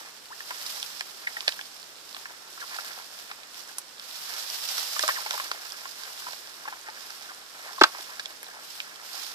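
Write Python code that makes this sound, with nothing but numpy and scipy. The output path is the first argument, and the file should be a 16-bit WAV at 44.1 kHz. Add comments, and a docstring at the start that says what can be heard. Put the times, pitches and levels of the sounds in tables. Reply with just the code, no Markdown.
"""Someone wades and gropes through the shallow mud of a drained pond, a few metres from a phone on the bank.
Air pockets ring and rise in pitch as they gulp open, suction squelches slide in pitch, bubbles chirp over
soft slosh, and wet mud spatters in short noise bursts; a plastic bucket's damped modes give a double smack.
Dry grass close to the phone rustles in gusts, as scraping noise, over a quiet outdoor hush of coloured noise."""
import sys
import numpy as np
from scipy import signal
from scipy.fft import rfft, irfft, next_fast_len
from scipy.io import wavfile
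from scipy.ndimage import uniform_filter1d, minimum_filter1d

SR = 44100
rng = np.random.default_rng(int(sys.argv[2]) if len(sys.argv) > 2 else 0)


def wav_record(signal):
    """Record a signal, one row per channel, as 16-bit PCM in the file named by sys.argv[1]."""
    frames = np.transpose(np.atleast_2d(signal))
    bounded = np.clip(frames, -1, 1)
    # unit amplitude maps onto the largest positive 16-bit level
    quanta = np.round(bounded * 32767).astype(np.int16)
    wavfile.write(sys.argv[1], SR, quanta)


N = 411894
T = np.arange(N) / SR
EVENT_T = np.arange(8192) / SR  # time within one short sound [s]

# how hard the mud is being stirred: (time [s], relative level [dB])
STIR_EFFORT = [(0.0, -51.5), (0.36, -73), (0.55, -50), (1.2, -56), (1.43, -48.5), (1.74, -58.5),
               (2.55, -54.5), (2.76, -45), (3.8, -61), (4.08, -57), (4.32, -49), (4.71, -64), (5.23, -44.5),
               (5.59, -49.5), (6.58, -55), (6.81, -52), (7.52, -52.5), (7.83, -46.5), (8.4, -54.5),
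               (8.97, -52.5), (9.34, -49)]


def undb(db):
    """Decibels to gain."""
    return 10 ** (np.asarray(db) / 20)


def unit(x):
    """Scale to rms 1."""
    return x / np.sqrt(np.mean(x ** 2))


def curve(rows):
    """Join (time [s], value) rows by straight lines."""
    return np.interp(T, *np.transpose(rows))


def colour(x, points, share=1):
    """Filter by a (frequency [Hz], gain [dB]) outline; share scales its decibels."""
    hz, db = np.transpose(points)
    size = next_fast_len(x.shape[-1])
    f = np.maximum(np.fft.rfftfreq(size, 1 / SR), 1)
    gain = undb(share * np.interp(np.log(f), np.log(hz), db))
    return irfft(rfft(x, size) * gain, size)[..., :x.shape[-1]]


def low_cut(x, hz):
    """Steep high-pass filter."""
    return signal.sosfilt(signal.butter(6, hz, "high", fs=SR, output="sos"), x)


def resonate(x, hz, q):
    """Two-pole resonance, kept to a workable pitch and sharpness."""
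    hz = min(hz, SR / 3)
    q = max(q, 3 * hz / SR)
    return signal.lfilter(*signal.iirpeak(hz, q, fs=SR), x)


def envelope(rise_s, decay_s, hold_s=0):
    """Swell, hold and die away."""
    swell = np.minimum(EVENT_T / rise_s, 1) ** 2
    return swell * np.exp(-np.maximum(EVENT_T - rise_s - hold_s, 0) / decay_s)


def burst(shape, hz, q):
    """A crowd of tiny ruptures: noise in one band, with the energy of its envelope."""
    ruptures = rng.standard_normal(len(shape)) * shape
    band = resonate(resonate(ruptures, hz, q), hz, q)
    return unit(band) * np.sqrt(np.mean(shape ** 2))


def cavity(shape, hz, rough):
    """A cavity rings along a given pitch while its soft walls flutter in strength and phase."""
    flutter = unit(uniform_filter1d(rng.standard_normal((2, len(shape))), 56))
    phase = 2 * np.pi * np.cumsum(hz) / SR
    ring = shape * ((1 + rough * flutter[0]) * np.sin(phase) + rough * flutter[1] * np.cos(phase))
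    return unit(ring) * np.sqrt(np.mean(shape ** 2))


def add(track, s, x):
    """Mix a sound in at time s."""
    i = max(int(s * SR), 0)
    track[i:i + len(x)] += x[:N - i]


def walk(rate):
    """Slow random drift about zero, with a new target rate times a second."""
    knots = rng.standard_normal(2048)
    return np.interp(T * rate, np.arange(len(knots)), knots)


def grains(rate, spread_db):
    """Random clicks, a few larger than the rest."""
    size = undb(spread_db * np.minimum(rng.exponential(size=N), 5))
    return unit((rng.random(N) < rate / SR) * size * rng.standard_normal(N))


def sway():
    """Relative grass level [dB]: each gust gains power steadily, then the stems settle; long gusts settle slowly."""
    # puffs of wind through the dry grass: (time [s], build-up [s], relative peak level [dB])
    gusts = [(-0.05, 0.02, -41.0), (0.32, 0.42, -37.5), (1.18, 0.32, -43.5), (1.94, 0.24, -47.5),
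             (2.48, 0.34, -41), (3.1, 0.066, -43.5), (3.49, 0.1, -44.5), (3.99, 0.58, -35.0),
             (4.67, 0.11, -30.5), (4.9, 0.14, -31), (5.25, 0.14, -36.0), (5.42, 0.79, -42),
             (6.89, 0.25, -44.5), (7.45, 0.55, -44), (8.59, 0.13, -43), (9.01, 0.2, -38)]
    calm_db, fall_s = -52.5, 0.54  # level between gusts; fall after a gust that built for one second
    power = undb(calm_db) ** 2
    for s, build_s, db in gusts:
        settle = np.exp(-np.maximum(T - s - build_s, 0) / (fall_s * np.sqrt(build_s)))
        power = power + np.clip((T - s) / build_s, 0, 1) * (undb(db) * settle) ** 2
    return 10 * np.log10(power)


def stems():
    """Noise that flares for a few milliseconds each time two stems scrape, with fine clicks."""
    contacts = (rng.random(N) < 160 / SR) * rng.exponential(size=N)
    scrapes = signal.fftconvolve(contacts, envelope(rise_s=0.00022, decay_s=0.0037))[:N]
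    return rng.standard_normal(N) * (1 + .4 * scrapes) + .4 * grains(rate=3000, spread_db=2)


def grass():
    """Dry grass rubs independently at each microphone port, brighter as it sways harder."""
    # spectrum of the rustle: (frequency [Hz], gain [dB])
    grass_colour = [(100, -97), (250, -37), (450, -8.5), (800, 0.5), (1400, -1.5), (2200, -5.5),
                    (3300, 0.5), (5100, 6), (6500, 3), (9500, 1.5), (14000, -8.5)]
    rub = np.array([stems(), stems()])
    sway_db = sway() + 1.0 * walk(rate=31)
    rustle = unit(colour(rub, grass_colour))
    sizzle = low_cut(rub, hz=6910) * undb(0.082 * (sway_db + 34) - 5)
    return (rustle + sizzle) * undb(sway_db - 1.5)


def hush():
    """Distant open country as steady noise; a broad low-middle band is shared by both ports."""
    # spectrum of the open air: (frequency [Hz], gain [dB])
    hush_colour = [(25, -2.5), (80, -6), (200, 1.5), (400, 5.5), (800, 4.5), (1400, 5.5), (2200, -1.5),
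                   (4500, 2), (7000, 5.5), (10000, -7), (14500, -13.5)]
    shared = resonate(rng.standard_normal(N), hz=587, q=0.31)
    air = colour(rng.standard_normal((2, N)) + 0.68 * shared, hush_colour)
    return unit(air) * undb(-52.5 + 0.26 * walk(rate=1.7))


def stirring():
    """Small bubbles burst over a soft slosh as the hands grope about."""
    # spectrum of the slosh: (frequency [Hz], gain [dB])
    slosh_colour = [(150, -48), (400, -7.5), (850, 2), (1600, 4), (2400, -0.5), (5000, -56), (12000, -77)]
    bubbles = np.zeros(N)
    for when, pitch, size in rng.random((800, 3)):
        hz = 720 * 2.9 ** pitch
        shape = envelope(rise_s=0.00075, decay_s=1.66 / hz)
        # a bubble's pitch rises as it nears the surface
        chirp = np.sin(2 * np.pi * hz * EVENT_T * (1 + 9 * EVENT_T))
        add(bubbles, when * N / SR, undb(9.0 * size) * shape * chirp)
    slosh = colour(grains(rate=1800, spread_db=1.0), slosh_colour)
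    effort = undb(curve(STIR_EFFORT) - 3 + 4.7 * walk(rate=23))
    return (undb(-5.0) * unit(bubbles) + undb(-2.0) * unit(slosh)) * effort


def snap(hz, decay_s):
    """A wet film breaks in a short bright burst."""
    return burst(envelope(rise_s=0.00058, decay_s=decay_s), hz, q=1.4)


def drips(count):
    """Small flung drops fall back at random, louder while the mud is stirred hard."""
    spread_db = 10.5  # from the smallest drop to the largest
    out = np.zeros(N)
    for when, pitch, size in rng.random((count, 3)):
        hz = 4500 * 2 ** (pitch - .5)
        add(out, when * N / SR, undb(spread_db * size ** 2) * snap(hz, decay_s=0.00049))
    effort_db = curve(STIR_EFFORT)
    # 0.32 dB louder for each dB of stirring above its mean
    return out * undb(-44 + 0.32 * (effort_db - effort_db.mean()))


def squelches():
    """Air is sucked through a wet gap in spurts; its resonance slides as the gap changes size."""
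    # suction as a hand or boot pulls free:
    # (time [s], length [s], start pitch [Hz], end pitch [Hz], relative level [dB], raggedness [0-1])
    pulls = [(0.302, 0.031, 850, 1820, -45, 0.1), (1.269, 0.0072, 2120, 1910, -28, 0.34),
             (1.475, 0.0043, 2150, 1896, -26.5, 0.8), (2.598, 0.044, 1853, 1090, -43.5, 0.62),
             (5.033, 0.0073, 1255, 1130, -29, 0.2), (5.09, 0.019, 1990, 1680, -32.5, 0.42),
             (5.154, 0.039, 2087, 839, -38.5, 0.28), (5.333, 0.02, 1010, 860, -36, 0.4),
             (6.263, 0.023, 1140, 924, -43, 0.93), (6.678, 0.006, 1950, 1610, -38.5, 0.32),
             (7.288, 0.029, 1530, 1080, -47, 0.63), (7.779, 0.0084, 1160, 1040, -37.5, 0.25)]
    out = np.zeros(N)
    for s, length_s, start_hz, end_hz, db, ragged in pulls:
        shape = envelope(rise_s=0.0026, decay_s=0.0018, hold_s=0.97 * length_s)
        pitch = start_hz * (end_hz / start_hz) ** np.minimum(EVENT_T / length_s, 1) ** 1.6
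        spurts, wobble = ragged * unit(uniform_filter1d(rng.standard_normal((2, len(shape))), 300))
        gap = cavity(shape * undb(4 * spurts), pitch * (1 + .1 * wobble), ragged)
        hiss = ragged * undb(-6) * burst(shape, start_hz, q=0.63)
        add(out, s, undb(db) * (gap + hiss))
    return out


def gulps():
    """Each pocket rises in pitch as it opens, with a dull splat of mud around it; low ones ring longest."""
    # the larger air pockets opening in the mud: (time [s], relative level [dB], nominal pitch [Hz])
    pockets = [(0.404, -33.5, 1830), (0.508, -31, 1000), (1.367, -27.5, 1920), (1.59, -32, 1700),
               (2.255, -32.5, 1810), (2.576, -37.5, 1330), (2.785, -28, 1430), (4.962, -26.5, 1190),
               (5.035, -27, 610), (5.087, -17.5, 1114), (5.113, -32, 1500), (5.26, -29, 876),
               (5.376, -28.5, 1140), (5.397, -26, 1087), (5.655, -40, 1320), (5.854, -32.5, 1098),
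               (6.22, -37, 1530), (6.267, -35, 970), (6.653, -34, 1105), (6.676, -29, 870),
               (6.724, -34, 1005), (6.884, -32.5, 860), (7.947, -34.5, 986), (8.194, -29.5, 1650)]
    out = np.zeros(N)
    for s, db, hz in pockets:
        # a pocket dies away over the same number of cycles whatever its size
        shape = envelope(rise_s=0.0017, decay_s=6.4 / hz)
        pitch = hz * (.95 + 0.13 * (1 - np.exp(-EVENT_T / 0.015)))
        ring = cavity(shape, pitch, rough=0.18)
        splat = burst(shape, hz=1340, q=1.0)
        add(out, s, undb(db - 1) * (undb(-3.0) * ring + undb(-4.5) * splat))
    return out


def spatters():
    """A wet film snaps brightly and the mud under it answers with a low pat."""
    # wet slaps of hands and boots:
    # (time [s], relative snap level [dB], snap pitch [Hz], relative body level [dB], snap decay [s])
    slaps = [(0.506, -34, 5370, -39, 0.004), (0.6622, -24.5, 5100, -45, 0.0075),
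             (0.8279, -13.5, 4800, -47, 0.00058), (1.008, -17.5, 4800, -34, 0.00076),
             (1.4064, -16, 4150, -64, 0.0007), (1.4791, -4, 4050, -31, 0.0011),
             (1.489, -18.5, 4710, -36, 0.0026), (1.522, -21.5, 3290, -53.5, 0.001),
             (1.6117, -22, 3450, -49, 0.00077), (2.146, -24.5, 4000, -44.5, 0.0015),
             (2.1652, -30, 3740, -43.5, 0.0012), (3.3129, -33, 3880, -39, 0.0038),
             (3.783, -16, 8700, -43, 0.0031), (3.9955, -26.5, 3930, -54, 0.0021),
             (4.5005, -16.5, 5100, -59, 0.0007), (4.7808, -12.5, 4790, -37, 0.00077),
             (4.993, -6.5, 5260, -30.0, 0.00058), (5.0271, -9, 5200, -43, 0.00065),
             (5.0783, -9.5, 6050, -30, 0.0015), (5.308, -10.5, 5100, -34.5, 0.00063),
             (5.514, -19, 5100, -30.5, 0.0031), (5.7207, -18, 5400, -54, 0.00064),
             (6.0343, -26.5, 4700, -46, 0.004), (6.3317, -23.0, 2690, -42.5, 0.00064),
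             (7.1044, -20, 5170, -47, 0.0003), (8.1956, -24, 4670, -45, 0.0047),
             (8.2572, -16, 3450, -50, 0.00057), (8.4295, -23.5, 9500, -44.5, 0.00081),
             (8.802, -17, 2560, -52, 0.0013)]
    out = np.zeros(N)
    for s, snap_db, snap_hz, body_db, decay_s in slaps:
        pat = burst(envelope(rise_s=0.00062, decay_s=0.0026), hz=1300, q=0.65)
        add(out, s, undb(snap_db - 8.0) * snap(snap_hz, decay_s) + undb(body_db + 7.5) * pat)
    return out


def bucket():
    """The bucket slaps the mud twice; its damped modes boom and water sprays out as contact begins."""
    # the two blows on the mud: (time [s], relative level [dB], centre of excited modes [Hz],
    # width [octaves], contact [s], relative spray level [dB], spray pitch [Hz])
    landings = [(7.8124, -5.5, 835, 0.92, 0.0049, -21.5, 4430), (7.8373, -7, 1620, 0.63, 0.0024, -7, 3980)]
    # modes of the bucket and the air under it: (frequency [Hz], relative level [dB], decay [s])
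    modes = [(340, 1.5, 0.00214), (383, 0.5, 0.0017), (886, -1, 0.0028), (1108, -18, 0.018),
             (1263, 2.5, 0.0012), (1563, -1.5, 0.0027), (1705, -12, 0.0021)]
    out = np.zeros(N)
    for s, db, centre_hz, octaves, contact_s, spray_db, spray_hz in landings:
        ring = 0
        for hz, mode_db, decay_s in modes:
            # a blow drives the modes near its centre hardest
            reach = np.exp(-.5 * (np.log2(hz / centre_hz) / octaves) ** 2)
            shape = envelope(rise_s=.0012, decay_s=decay_s, hold_s=contact_s)
            ring = ring + reach * undb(mode_db) * cavity(shape, np.full(len(shape), hz), rough=.3)
        slap = burst(envelope(rise_s=0.00096, decay_s=0.004, hold_s=contact_s), hz=3050, q=1)
        spray = burst(envelope(rise_s=.002, decay_s=.0025, hold_s=.0015), spray_hz, q=1.9)
        add(out, s, undb(db) * ring + undb(db - 10.5) * slap)
        add(out, s - .003, undb(spray_db) * spray)  # begins 3 ms ahead of the boom
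    return out


def arrive(x, lag_s):
    """Sound from the right reaches the left port later."""
    return np.array([np.interp(T - lag_s, T, x), x])


def bank(x, db, decay_s):
    """The earth bank and its plants scatter a short, diffuse echo."""
    # spectrum of the echo: (frequency [Hz], gain [dB])
    bank_colour = [(100, -22), (400, 9), (700, 11), (1100, 1.5), (2000, 7.5), (5000, 4), (14000, 11)]
    scatter = rng.standard_normal((2, len(EVENT_T))) * envelope(rise_s=0.001, decay_s=decay_s)
    echo = unit(colour(scatter, bank_colour)) / np.sqrt(len(EVENT_T))
    return undb(db) * signal.fftconvolve(x[None], echo, axes=1)[:, :N]


def scene():
    """The wader is a little to the right, by the bank; the bucket lands nearer the middle, in the open."""
    # small pools and pockets radiate hardly any bass
    mud = low_cut(gulps() + squelches() + spatters() + drips(count=130) + stirring(), hz=300)
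    smack = low_cut(bucket(), hz=277)
    direct = arrive(mud, lag_s=0.00021) + arrive(smack, lag_s=0.00014)
    echoes = bank(mud, db=-8, decay_s=0.0085) + bank(smack, db=-17, decay_s=0.017)
    return direct + echoes + grass() + hush()


def limit(x):
    """A fast limiter ducks both channels on the loudest peaks; what still passes full scale is clipped."""
    ceiling = 1.22  # in units of full scale
    gain = 1 / np.maximum(np.abs(x).max(axis=0) / ceiling, 1)
    smooth_gain = uniform_filter1d(minimum_filter1d(gain, size=241), size=241)
    return np.clip(x * smooth_gain, -1, 1)


def record(dry):
    """Each port has its own colour; the phone limits the loudest peaks and cuts the top."""
    # imbalance of the two microphone ports, scaled for each port below: (frequency [Hz], outline [dB])
    port_colour = [(300, 0), (1800, 1), (2400, -3), (2900, -1.5), (4000, -5), (5200, -10), (6300, -9),
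                   (8000, -0.5), (9500, -3), (11500, 3), (14000, 1.5)]
    # response shared by both ports: (frequency [Hz], gain [dB])
    microphone = [(1000, 1.5), (1800, 5), (2400, 6.5), (3300, 6.5), (5500, 4), (6300, -1.5), (9000, 5),
                  (13500, 0.5)]
    left = colour(dry[0], port_colour, share=1.0)
    right = colour(dry[1], port_colour, share=-0.29)
    limited = limit(colour(np.array([left, right]), microphone))
    low_pass = signal.ellip(10, .2, 70, 14700, fs=SR, output="sos")  # ripple [dB], stopband [dB], edge [Hz]
    return signal.sosfilt(low_pass, limited)


dry = scene()
out = record(dry)
wav_record(out)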